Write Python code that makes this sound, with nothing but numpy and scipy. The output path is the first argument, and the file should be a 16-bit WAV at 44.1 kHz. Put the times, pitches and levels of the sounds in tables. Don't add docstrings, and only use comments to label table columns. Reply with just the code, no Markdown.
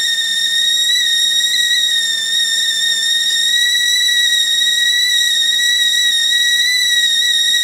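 import sys
import numpy as np
from scipy import signal
from scipy.fft import rfft, irfft
from scipy.io import wavfile

SR = 44100
rng = np.random.default_rng(int(sys.argv[2]) if len(sys.argv) > 2 else 0)


def materialize(psi):
    bounded = np.clip(np.atleast_2d(psi).T, -1, 1)
    quanta = np.round(bounded * 32767).astype(np.int16)
    wavfile.write(sys.argv[1], SR, quanta)


N = 336483
TIME = np.arange(N) / SR


def from_db(db):
    return 10 ** (np.asarray(db) / 20)


def rms_one(x):
    return x / np.sqrt(np.mean(x ** 2) + 1e-20)


def swell(t_s, half_s):
    return np.exp(-.5 * ((TIME - t_s) / half_s) ** 2)


def pulses(rows):
    return sum(height * swell(t_s, half_s) for t_s, height, half_s in rows)


def drift(rate_per_s):
    r = np.exp(-2 * np.pi * rate_per_s / SR)
    noise = rng.standard_normal(N + SR)
    return rms_one(signal.lfilter([1], [1, -2 * r, r * r], noise)[SR:])


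def resonate(x, hz, width_hz):
    r = np.exp(-np.pi * width_hz / SR)
    numerator = np.array([1, 0, -1]) * (1 - r * r) / 2
    return signal.lfilter(numerator, [1, -2 * r * np.cos(2 * np.pi * hz / SR), r * r], x)


# [t/s, f/Hz]
STEAM_PITCH = [(0.0, 1859), (0.29, 1828), (0.89, 1895), (0.94, 1965), (1.09, 1857), (1.74, 1913),
               (2.24, 1796), (2.38, 1878), (2.47, 1822), (2.65, 1860), (2.76, 1802), (2.86, 1859),
               (3.01, 1805), (3.08, 1861), (3.41, 1851), (3.52, 1903), (3.76, 1952), (3.88, 1910),
               (3.93, 1963), (4.48, 1879), (4.86, 1914), (5.08, 1978), (5.15, 1897), (5.28, 1921),
               (5.37, 1852), (5.74, 1949), (5.9, 1884), (6.0, 1949), (6.2, 1846), (6.35, 1923), (6.6, 1920),
               (6.71, 1995), (7.17, 1857), (7.26, 1950), (7.34, 1865), (7.62, 1908)]


def steam_pitch():
    t_s, hz = np.transpose(STEAM_PITCH)
    return np.interp(TIME, t_s, hz)


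USUAL_PITCH_HZ = 1890


def steam_pressure():
    return (steam_pitch() - USUAL_PITCH_HZ) / 100


# [t/s, pitch change/Hz, half length/s]
PRESSURE_SURGES = [(.97, 40, .009), (1.529, -55, .005), (1.541, 145, .008), (1.751, 85, .006),
                   (4.473, -70, .003), (6.116, -60, .003), (6.622, 60, .003)]
WOBBLE_HZ, WOBBLE_PER_S, WOBBLE_SPREAD_PER_S, WOBBLE_CALM_DB = 16, 11, 18, 1.5
JITTER_HZ, JITTER_PER_S = 6.5, 400
LOWEST_HZ = 1790


def whistle_pitch():
    bubbling = rms_one(resonate(drift(122), WOBBLE_PER_S, WOBBLE_SPREAD_PER_S))
    wobble = WOBBLE_HZ * from_db(-WOBBLE_CALM_DB * steam_pressure()) * bubbling
    pitch = steam_pitch() + pulses(PRESSURE_SURGES) + wobble
    return np.maximum(pitch, LOWEST_HZ) + JITTER_HZ * drift(JITTER_PER_S)


KITCHEN_T60_S = 0.53


def reverberation(x):
    t = TIME[:SR // 2]
    tail = rng.standard_normal(len(t)) * from_db(-60 * t / KITCHEN_T60_S) * (t > .004)
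    return signal.fftconvolve(x, tail / np.sqrt(np.sum(tail ** 2)))[:N]


WALL_DELAY_S, CORNER_DELAY_S, HOB_DELAY_S = .01356, .0094, .00396


def in_kitchen(tone, wall_gain, corner_gain, hob_gain, room_db, side_db):
    paths = [(WALL_DELAY_S, wall_gain), (CORNER_DELAY_S, corner_gain), (HOB_DELAY_S, hob_gain)]
    echoes = sum(gain * np.interp(TIME - delay_s, TIME, tone, left=0) for delay_s, gain in paths)
    room = from_db(room_db) * reverberation(tone)
    side = from_db(side_db) * reverberation(tone)
    return tone + echoes + room + side * [[1], [-1]]


def placed(x, left_db):
    return x * from_db([[left_db / 2], [-left_db / 2]])


FIRST_DB, FIRST_GROWTH_DB, FIRST_FLICKER_DB, FIRST_FLICKER_PER_S = -20.5, 3.5, 1.37, 58


def fundamental(phase, pressure):
    flicker_db = FIRST_FLICKER_DB * drift(FIRST_FLICKER_PER_S)
    return from_db(FIRST_DB + FIRST_GROWTH_DB * pressure + flicker_db) * np.sin(phase)


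OCTAVE_DB, OCTAVE_FULL_HZ, OCTAVE_FADE_DB_PER_HZ = -12.5, 1858, 0.15
OCTAVE_MAX_LOSS_DB, OCTAVE_FLICKER_DB, OCTAVE_FLICKER_PER_S = 5, 1.02, 40


def strong_octave(phase, pitch):
    loss_db = np.clip(OCTAVE_FADE_DB_PER_HZ * (OCTAVE_FULL_HZ - pitch), 0, OCTAVE_MAX_LOSS_DB)
    falter_depth_db = OCTAVE_FLICKER_DB * (0.5 + loss_db / OCTAVE_MAX_LOSS_DB)
    falter_db = falter_depth_db * drift(OCTAVE_FLICKER_PER_S)
    return from_db(OCTAVE_DB - loss_db + falter_db) * np.sin(2 * phase)


UPPER_DB, UPPER_FLICKER_DB, UPPER_FLICKER_PER_S = -25.5, 1.38, 10.4
CAP_HZ, CAP_HALF_WIDTH_HZ, CAP_LIFT_DB = 11170, 80, 7.5
# [multiple, level/dB, gain per 100 Hz of pitch/dB]
UPPER_PARTIALS = [(3, -0.57, 0), (4, -3, -1.5), (5, -8, 1), (6, -15, 2), (7, -18, 4), (8, -26, 1)]


def upper_overtones(phase, pitch, pressure):
    upper = 0
    for k, level_db, growth_db in UPPER_PARTIALS:
        lift_db = CAP_LIFT_DB * np.exp(-.5 * ((k * pitch - CAP_HZ) / CAP_HALF_WIDTH_HZ) ** 2)
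        upper = upper + from_db(level_db + growth_db * pressure + lift_db) * np.sin(k * phase)
    return upper * from_db(UPPER_DB + UPPER_FLICKER_DB * drift(UPPER_FLICKER_PER_S))


# [t/s, level change/dB, half length/s]
DROPLET_CHOKES = [(1.292, -5.5, 0.0052), (4.468, -2.5, 0.0058), (5.469, -4, 0.0018), (5.539, -30, 0.0012),
                  (6.114, -7, 0.0021)]


def whistle():
    pitch, pressure = whistle_pitch(), steam_pressure()
    phase = 2 * np.pi * np.cumsum(pitch) / SR
    flow = from_db(.5 * drift(138) + pulses(DROPLET_CHOKES))
    first = in_kitchen(flow * fundamental(phase, pressure),
                       wall_gain=.54, corner_gain=.25, hob_gain=.08, room_db=-12, side_db=-21)
    octave = in_kitchen(flow * strong_octave(phase, pitch),
                        wall_gain=.055, corner_gain=.09, hob_gain=.0067, room_db=-11, side_db=-26.5)
    upper = in_kitchen(flow * upper_overtones(phase, pitch, pressure),
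                       wall_gain=.13, corner_gain=.23, hob_gain=.24, room_db=-3.5, side_db=-17)
    return placed(first, left_db=1.44) + placed(octave, left_db=-0.8) + placed(upper, left_db=-0.45)


def at_hz(points, hz):
    known_hz, values = np.transpose(points)
    return np.interp(np.log(hz + 1e-9), np.log(known_hz), values)


# [f/Hz, correlation/1]
EAR_LIKENESS = [(50, .85), (300, 0.87), (600, 0.92), (1500, 1), (7000, 1), (14000, 0.73)]


def stereo_noise(spectrum):
    hz = np.arange(N // 2 + 1) * SR / N
    alike = np.clip(at_hz(EAR_LIKENESS, hz), 0, 1)
    mid, side = rfft(rng.standard_normal((2, N))) * from_db(at_hz(spectrum, hz))
    both = np.sqrt(1 + alike) * mid + np.sqrt(1 - alike) * side * [[1], [-1]]
    return rms_one(irfft(both, N))


# [f/Hz, level/dB]
HISS_COLOUR = [(500, -24), (1000, -12.5), (1500, -9), (2200, -2.5), (2700, -12), (3300, -24.5), (4200, 3),
               (4700, -7.5), (6200, 0.5), (7000, 2.5), (8400, 1), (10300, -2.5), (12500, -9.5),
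               (15500, -13)]
# [f/Hz, level/dB]
SIZZLE_COLOUR = [(5000, -39), (9000, 7), (12000, -2), (14500, 6), (15700, -1)]
# [f/Hz, width/Hz, level/dB]
SPOUT_RESONANCES = [(3017, 55, -21), (5106, 250, -7.5), (7040, 60, -7)]
# [t/s, level/dB, half length/s]
SPOUT_SPITS = [(3.1, -47, 0.012), (3.314, -31, 0.019), (4.482, -46, 0.038), (5.884, -40, 0.016),
               (7.066, -36, 0.02)]


def steam():
    pressure = steam_pressure()
    rush = stereo_noise([(1000, 0), (16000, 0)])
    spout = sum(from_db(level_db) * rms_one(resonate(rush, hz, width_hz))
                for hz, width_hz, level_db in SPOUT_RESONANCES)
    spit_gain = sum(from_db(level_db) * swell(t_s, half_s) for t_s, level_db, half_s in SPOUT_SPITS)
    spits = spit_gain * rms_one(spout)
    hiss = from_db(-35.5 - 2.1 * pressure) * (stereo_noise(HISS_COLOUR) + spout)
    sizzle = from_db(-44.0 + 3.0 * pressure) * stereo_noise(SIZZLE_COLOUR)
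    turbulence = from_db(.9 * drift(60))
    return turbulence * (hiss + spits + sizzle)


BOIL_DB = -49.5
HEAVE_T_S, HEAVE_RISE_DB, HEAVE_HALF_S = 2.92, 5.5, 0.036
HUM_HZ, HUM_DB = 98.5, -64.5
# [f/Hz, level/dB]
RUMBLE_COLOUR = [(20, -36), (30, -14), (42, -10), (90, -9), (110, -6), (160, -5), (200, -1), (290, -2.5),
                 (400, -6), (600, -8), (700, -8), (1400, -9), (1900, -47), (3000, -70)]
# [f/Hz, width/Hz, level/dB]
HOLLOW_RESONANCES = [(183.8, 16, -10.5), (234.4, 3.2, -18), (298.5, 7, -16), (463, 26, -10),
                     (546.6, 8.9, -12.5), (606.5, 5.4, -13)]


def stove():
    roar = stereo_noise(RUMBLE_COLOUR)
    ringing = sum(from_db(level_db) * rms_one(resonate(stereo_noise(RUMBLE_COLOUR), hz, width_hz))
                  for hz, width_hz, level_db in HOLLOW_RESONANCES)
    hum = from_db(HUM_DB) * rms_one(np.sin(2 * np.pi * HUM_HZ * TIME))
    heave_db = HEAVE_RISE_DB * swell(HEAVE_T_S, HEAVE_HALF_S)
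    level_db = BOIL_DB + heave_db - 1.9 * steam_pressure() + .5 * drift(8.1)
    return from_db(level_db) * (roar + ringing) + hum


def scene():
    return whistle() + steam() + stove()


CUTOFF_HZ = 15750


def record(dry):
    low_pass = signal.ellip(12, .05, 60, CUTOFF_HZ, fs=SR, output="sos")
    return signal.sosfiltfilt(low_pass, dry)


dry = scene()
out = record(dry)
materialize(out)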